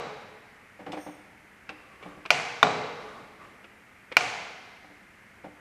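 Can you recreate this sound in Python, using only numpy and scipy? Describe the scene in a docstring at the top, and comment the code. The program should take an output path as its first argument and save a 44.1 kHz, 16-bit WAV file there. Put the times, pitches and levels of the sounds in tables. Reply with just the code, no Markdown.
"""In an echoing workshop, a steel selector block is pushed by hand to change gear on a large drill.
Fans hum steadily. The block rubs in its guide and ticks, loose gears knock dully, and a faint high ring
swells once. Twice the block snaps brightly into its notch, and it slams against its end stop;
each hard blow leaves the gearbox casing and the hall ringing."""
import sys
import numpy as np
from scipy import signal
from scipy.fft import rfft, irfft, next_fast_len
from scipy.io import wavfile

SR = 44100
rng = np.random.default_rng(int(sys.argv[2]) if len(sys.argv) > 2 else 0)


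def transcribe(signal):
    """Save signal, clipped to [-1, 1], as a 16-bit WAV file at the path in sys.argv[1]."""
    frames = np.atleast_2d(signal).T
    limited = np.clip(frames, -1, 1)
    pcm = np.round(limited * 32767).astype(np.int16)
    wavfile.write(sys.argv[1], SR, pcm)


N = 247070
TIME = np.arange(N) / SR
AGE = TIME[:2 * SR]   # seconds since a blow


def from_db(db):
    """Turn decibels into a factor to multiply a sound by."""
    return 10 ** (np.asarray(db) / 20)

def at_hz(points, hz):
    """Read between the rows of a table, with every octave equally wide."""
    known_hz, value = np.transpose(points)
    return np.interp(np.log(np.maximum(hz, 1)), np.log(known_hz), value)

def add(track, time_s, sound):
    """Mix a sound in at a time, which may lie before the start."""
    start = round(time_s * SR)
    part = sound[max(-start, 0):N - start]
    track[max(start, 0):max(start, 0) + len(part)] += part

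def noise(colour, size, tilt_db=0):
    """Noise whose colour says how strong each frequency is; tilt_db per octave brightens it."""
    hz = np.fft.rfftfreq(size, 1 / SR)
    octaves = np.log2(np.maximum(hz, colour[1][0]))
    bass_cut = hz / (hz + colour[0][0] / 2)
    gain = from_db(at_hz(colour, hz) + tilt_db * octaves) * bass_cut
    hiss = irfft(gain * np.exp(2j * np.pi * rng.random(len(hz))), size)
    return hiss / hiss.std()

def fade(t60, size=len(AGE)):
    """Die away by 60 dB in t60 seconds, the 'fade time' of the tables."""
    return np.exp(-np.log(1000) * AGE[:size] / t60)

def ring(hz, t60):
    """One fading tone of something struck."""
    return np.sin(2 * np.pi * hz * AGE) * fade(t60)

def dull(sound, top_hz):
    """Take off the treble."""
    return signal.sosfilt(signal.butter(4, top_hz, fs=SR, output="sos"), sound)

def stroke(start_s, length_s, rise_s, t60):
    """The loudness of one rub: it rises, holds to the end of its length and dies away."""
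    rise = np.clip((TIME - start_s) / rise_s, 0, 1)
    return rise * np.exp(-np.log(1000) * np.maximum(TIME - start_s - length_s, 0) / t60)


# colour of the fan noise: (frequency [Hz], level [dB])
FAN_COLOUR = [(15, -50), (25, -9.5), (98, -3), (172, -6), (191, 1), (257, -5), (488, -9), (529, -9),
              (1000, -9.5), (1120, -10), (1240, -7), (2130, -3.5), (3630, -23.5), (11800, -30),
              (15000, -40)]

def fans():
    """The workshop's fans make a quiet, steady rush."""
    return from_db(-54.5) * noise(FAN_COLOUR, next_fast_len(N))[:N]


# how long the hall rings: (frequency [Hz], fade time [s])
HALL_FADES = [(100, 1.38), (400, 1.184), (1000, 1.39), (2500, 1.25), (5000, 1.57), (8000, 0.88),
              (13000, 0.52)]

def hall_decay(sound, build_s):
    """Echoes build up, then each octave dies away at its own rate."""
    hz = np.fft.rfftfreq(len(AGE), 1 / SR)
    octave = np.log2(np.maximum(hz, 125) / 125).clip(0, 7)
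    spectrum, out = rfft(sound), 0
    for k in range(8):
        band = irfft(spectrum * np.maximum(1 - abs(octave - k), 0), len(AGE))
        out = out + band * fade(at_hz(HALL_FADES, 125 * 2 ** k))
    return out * (1 - np.exp(-AGE / build_s))

def in_hall(sound, echo_db):
    """A sound together with the hall's many echoes of it."""
    echoes = hall_decay(rng.standard_normal(len(AGE)), build_s=0.0033)
    return sound + from_db(echo_db) * signal.fftconvolve(sound, echoes / np.linalg.norm(echoes))[:N]


# tones of the faint high ring: (frequency [Hz], level [dB])
HIGH_TONES = [(5572, -69), (6126, -72), (6422, -70), (8877, -65.5), (9636, -77), (12500, -78), (12850, -85),
              (13507, -75)]

def high_ring(width_hz):
    """Rubbing stirs a few thin, high tones that swell once and fade."""
    out = np.zeros(N)
    decay = np.exp(-np.pi * width_hz / SR)   # share of the ringing left after each sample
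    for hz, db in HIGH_TONES:
        feedback = [1, -2 * decay * np.cos(2 * np.pi * hz / SR), decay * decay]
        tone = signal.lfilter([1, 0, -1], feedback, rng.standard_normal(N))
        out += from_db(db) * tone / tone.std()
    return from_db(4) * stroke(start_s=0.94, length_s=0.1, rise_s=0.082, t60=0.68) * out


# pushes of the hand: (start [s], length [s], level [dB])
HAND_PUSHES = [(1.73, 0.34, -58), (2.001, 0.097, -51.5), (2.968, 0.22, -48.5), (3.382, .07, -52)]
# colour of the rubbing: (frequency [Hz], level [dB])
RUB_COLOUR = [(150, -8), (550, -5), (950, -12.5), (1160, -0.5), (1350, -12), (2700, -20.5), (4500, -31),
              (10000, -38.5), (15000, -55)]

def rubbing():
    """Steel rubs in its guide with a hollow hiss; each push takes hold quickly and runs out slowly."""
    loudness = sum(from_db(db) * stroke(start_s, length_s, rise_s=0.038, t60=0.93)
                   for start_s, length_s, db in HAND_PUSHES)
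    return loudness * noise(RUB_COLOUR, next_fast_len(N))[:N]


# knocks of the gears: (time [s], level [dB], brightness [dB per octave], bounce against knock [dB])
GEAR_KNOCKS = [(0.792, -37.5, 0.5, -3.5), (0.864, -31.5, .5, -0.5), (0.929, -27.5, 1, -14),
               (0.969, -30.5, 0.5, -17), (1.063, -33.5, 0.5, -5), (1.697, -36.5, -0.5, -14),
               (2.054, -36, -6, -22), (2.171, -43.5, -8, -18), (4.842, -47, 2, -20), (4.897, -49, -5, -22),
               (5.440, -34.5, -0.5, -5)]
# tones of a knock: (frequency [Hz], level [dB], fade time [s])
KNOCK_TONES = [(185, -6.5, 0.082), (299.7, -7.5, 0.26), (511, -1.5, 0.079), (583, -7.5, 0.093),
               (765, -1, 0.076), (825, -11, 0.088)]
# colour of a knock's scuff: (frequency [Hz], level [dB])
SCUFF_COLOUR = [(100, -13.5), (200, -8), (850, -2.5), (1050, -9), (2500, -19), (6000, -38.5), (14000, -57)]

def gear_knocks(rise_s, bounce_s):
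    """Loose gears bump softly, waking only low tones, then fall back once, quieter and duller."""
    out = np.zeros(N)
    contact = 1 - np.exp(-AGE / rise_s)
    bumps = []
    for time_s, db, tilt_db, bounce_db in GEAR_KNOCKS:
        bumps += [(time_s, db, tilt_db), (time_s + bounce_s, db + bounce_db, tilt_db - 4)]
    for time_s, db, tilt_db in bumps:
        thud = 0
        for hz, tone_db, t60 in KNOCK_TONES:
            strength = from_db(tone_db + tilt_db * np.log2(hz / 450))
            thud = thud + strength * rng.choice([-1, 1]) * ring(hz * rng.normal(1, 0.015), t60)
        scuff = from_db(-4.5) * noise(SCUFF_COLOUR, len(AGE), tilt_db) * fade(t60=0.14)
        add(out, time_s, from_db(db) * contact * (thud + scuff))
    return out


# light touches: (time [s], level [dB], pitch [Hz], fade time [s], brightness [dB per octave])
TOUCHES = [(0.862, -47, 2920, .06, 1), (0.919, -41.5, 3500, .085, 9.5), (1.6913, -31, 2665, .061, 0),
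           (2.026, -44, 2300, .13, -1.5), (3.642, -41.5, 2550, .056, -2)]
# colour of a touch's rasp: (frequency [Hz], level [dB])
RASP_COLOUR = [(100, -6), (500, 8), (800, -1.5), (1120, 7.5), (1600, 3), (2700, 5.5), (3400, -2),
               (3900, -7), (4400, -12), (5300, -12), (7200, -24.5), (8400, -22.5), (10500, -47.5),
               (15000, -50.5)]

def ticks(extra_touches, rise_s):
    """Steel brushes steel as the gears line up: a short rasp and one ringing pitch each time."""
    out, size = np.zeros(N), SR // 4
    contact = 1 - np.exp(-AGE[:size] / rise_s)
    for time_s, db, hz, t60, tilt_db in TOUCHES + extra_touches:
        rasp = noise(RASP_COLOUR, size, tilt_db) * fade(t60, size)
        ping = from_db(-3.5) * ring(hz, t60)[:size]
        add(out, time_s, from_db(db) * contact * (rasp + ping))
    return out

def lip_touches(lead_s):
    """Before each snap the block grazes the lip of its notch, then tips over it: rows like TOUCHES."""
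    rows = []
    for snap_s, *_ in SNAPS:
        graze = (snap_s - lead_s - 0.0064, -36.5, 2400, 0.09, -3)
        tip_over = (snap_s - lead_s, -30, 2400, 0.028, 2)
        rows += [graze, tip_over]
    return rows


# long tones of the casing: (frequency [Hz], fade time [s], level in a snap [dB], level in a slam [dB])
CASING_TONES = [(146, 0.85, -50, -45.5), (161.1, 0.41, -40, -35), (252, 0.49, -42.5, -27),
                (305.4, 0.63, -44.5, -37), (429.4, 1.5, -47, -31.5), (479.5, 1.1, -34.5, -34.5),
                (595, 0.44, -47, -38), (725, 0.51, -28, -22.5), (794, 0.56, -43.5, -28.5),
                (824, 1.46, -51.5, -33.5), (1168, 1.1, -42.5, -34), (1480, 1.9, -43.5, -43),
                (2085, 2.3, -40.5, -46.5), (2290, 0.96, -34, -38), (2450, .9, -39, -44),
                (2810, 0.33, -30, -53), (3840, 1.3, -55, -41), (4000, 0.93, -47.5, -41),
                (4570, 0.95, -41, -46.5), (5260, 0.47, -49.5, -66)]

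def casing_ring(kind, bass_db, build_s):
    """The casing rings in groups of three close tones, which waver as they beat against each other."""
    out = 0
    for hz, t60, snap_db, slam_db in CASING_TONES:
        offsets = np.linspace(-1, 1, 3) + rng.uniform(-0.3, 0.3, 3)
        phases = rng.uniform(0, 2 * np.pi, (3, 1))
        tones = np.sin(2 * np.pi * np.outer(hz * (1 + 0.009 * offsets), AGE) + phases)
        db = (snap_db if kind == "snap" else slam_db) + bass_db / (1 + (hz / 560) ** 4)
        out = out + from_db(db) * tones.sum(axis=0) * fade(t60) / np.sqrt(3)
    return out * (1 - np.exp(-AGE / build_s))   # the heavy casing takes a moment to get going


# colour of steel faces cracking and chattering together: (frequency [Hz], level [dB])
STEEL_COLOUR = [(60, -41.5), (300, -14.5), (700, 11.5), (1400, -11.5), (2500, 3.5), (3400, -10),
                (5800, -10.5), (8500, -28.5), (14500, -34)]
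# echoes from a column and the floor: (delay [s], level [dB])
NEAR_ECHOES = [(0.0145, -35), (0.04, -18)]

def hard_blows(kind, hits, tones, hall_colour, rise_s, crack_db, chatter_t60, chatter_tilt_db, build_s):
    """A blow cracks and briefly rings the block; the faces chatter, and casing and hall ring on."""
    out = np.zeros(N)
    contact = 1 - np.exp(-AGE / rise_s)   # the force grows as the faces meet
    bass_cut = signal.butter(1, 130, "high", fs=SR, output="sos")   # the blow itself carries little deep bass
    block = sum(from_db(db) * ring(hz, t60) for hz, db, t60 in tones)
    for time_s, blow_db, chatter_db, hall_db, casing_db, bass_db in hits:
        crack = from_db(crack_db) * noise(STEEL_COLOUR, len(AGE), tilt_db=6) * fade(t60=0.011)
        blow = signal.sosfilt(bass_cut, from_db(blow_db) * contact * (block + crack))
        rattle = contact * noise(STEEL_COLOUR, len(AGE), chatter_tilt_db) * fade(chatter_t60)
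        chatter = from_db(chatter_db) * dull(rattle, top_hz=9800)   # the top treble is left to the crack
        hall = from_db(hall_db) * hall_decay(noise(hall_colour, len(AGE)), build_s)
        casing = from_db(casing_db) * casing_ring(kind, bass_db, build_s)
        add(out, time_s, blow + chatter + hall + casing)
        for delay_s, echo_db in NEAR_ECHOES:
            add(out, time_s + delay_s, from_db(echo_db) * dull(blow, top_hz=8500))
    return out


# snaps into the notch: (time [s], blow [dB], chatter [dB], hall [dB], casing [dB], casing bass [dB])
SNAPS = [(2.3051, -1, -18, -28.5, -2, -0.5), (4.1684, 1.5, -21, -28, -3.5, -7.5)]
# tones of the block, cut short by the hand: (frequency [Hz], level [dB], fade time [s])
SNAP_TONES = [(610, -31.5, 0.037), (731, -22, 0.084), (1060, -16, 0.027), (1260, -17, 0.03),
              (1445, -6.5, 0.019), (2044, -19, 0.017), (2315, -9, 0.025), (2397, -4.5, 0.019),
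              (2740, -10, 0.021), (4130, -16.5, 0.02), (4530, -14.5, 0.013), (5640, -15, 0.013),
              (11800, -26, .008)]
# colour of the blurred ring of machine and hall after a snap: (frequency [Hz], level [dB])
SNAP_HALL_COLOUR = [(41, -64), (70, -25.5), (136, -5), (222, -15), (353, -12), (451, -4.5), (538, -8.5),
                    (767, 1.5), (916, -5.5), (1820, -6.5), (2380, -3), (3620, -15), (6440, -16.5),
                    (11700, -36), (14000, -79)]

def notch_snaps():
    """The block drops into its notch with a sudden, bright snap."""
    return hard_blows("snap", SNAPS, SNAP_TONES, SNAP_HALL_COLOUR, rise_s=0.0002,
                      crack_db=-14.5, chatter_t60=0.12, chatter_tilt_db=1, build_s=0.019)


# slams on the end stop: (time [s], blow [dB], chatter [dB], hall [dB], casing [dB], casing bass [dB])
SLAMS = [(-0.10, -6, -24, -32.5, -8.5, -0.48), (2.6289, 5, -14, -26, -2, 0.56)]
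# tones of the block in a slam: (frequency [Hz], level [dB], fade time [s])
SLAM_TONES = [(487, -21, 0.04), (750, -8, .022), (1130, -1, 0.012), (1253, -5, 0.012), (1406, -10, 0.026),
              (1920, -12, 0.017), (2290, -15, 0.015), (2820, -22, 0.02), (3650, -9.5, 0.015),
              (5300, -25.5, .008)]
# colour of the blurred ring of machine and hall after a slam: (frequency [Hz], level [dB])
SLAM_HALL_COLOUR = [(40, -43), (80, -13), (146, -2.5), (352, -9), (450, 2), (750, -2), (1250, -5),
                    (1770, -10), (2300, -10.5), (3200, -17), (6000, -24), (8600, -31.5), (10500, -72),
                    (15000, -77)]

def end_stop_slams():
    """The block hits its end stop with a deeper clack; the first slam falls just before the start."""
    return hard_blows("slam", SLAMS, SLAM_TONES, SLAM_HALL_COLOUR, rise_s=0.00083,
                      crack_db=-21, chatter_t60=0.06, chatter_tilt_db=-0.5, build_s=0.0033)


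def scene():
    """Add up all the sounds, the same for the left and right ear."""
    blows = notch_snaps() + end_stop_slams()
    ticking = in_hall(ticks(lip_touches(lead_s=0.046), rise_s=0.00063), echo_db=-10)
    knocking = in_hall(gear_knocks(rise_s=0.0043, bounce_s=0.023), echo_db=-11)
    mono = blows + ticking + knocking + rubbing() + high_ring(width_hz=95) + fans()
    return np.array([mono, mono])

def record(dry):
    """The hardest blows overload and have their peaks flattened; treble above 15000 Hz is cut."""
    treble_cut = signal.ellip(10, 0.1, 80, 15000, fs=SR, output="sos")
    return signal.sosfilt(treble_cut, np.clip(dry, -1, 1))


dry = scene()
out = record(dry)
transcribe(out)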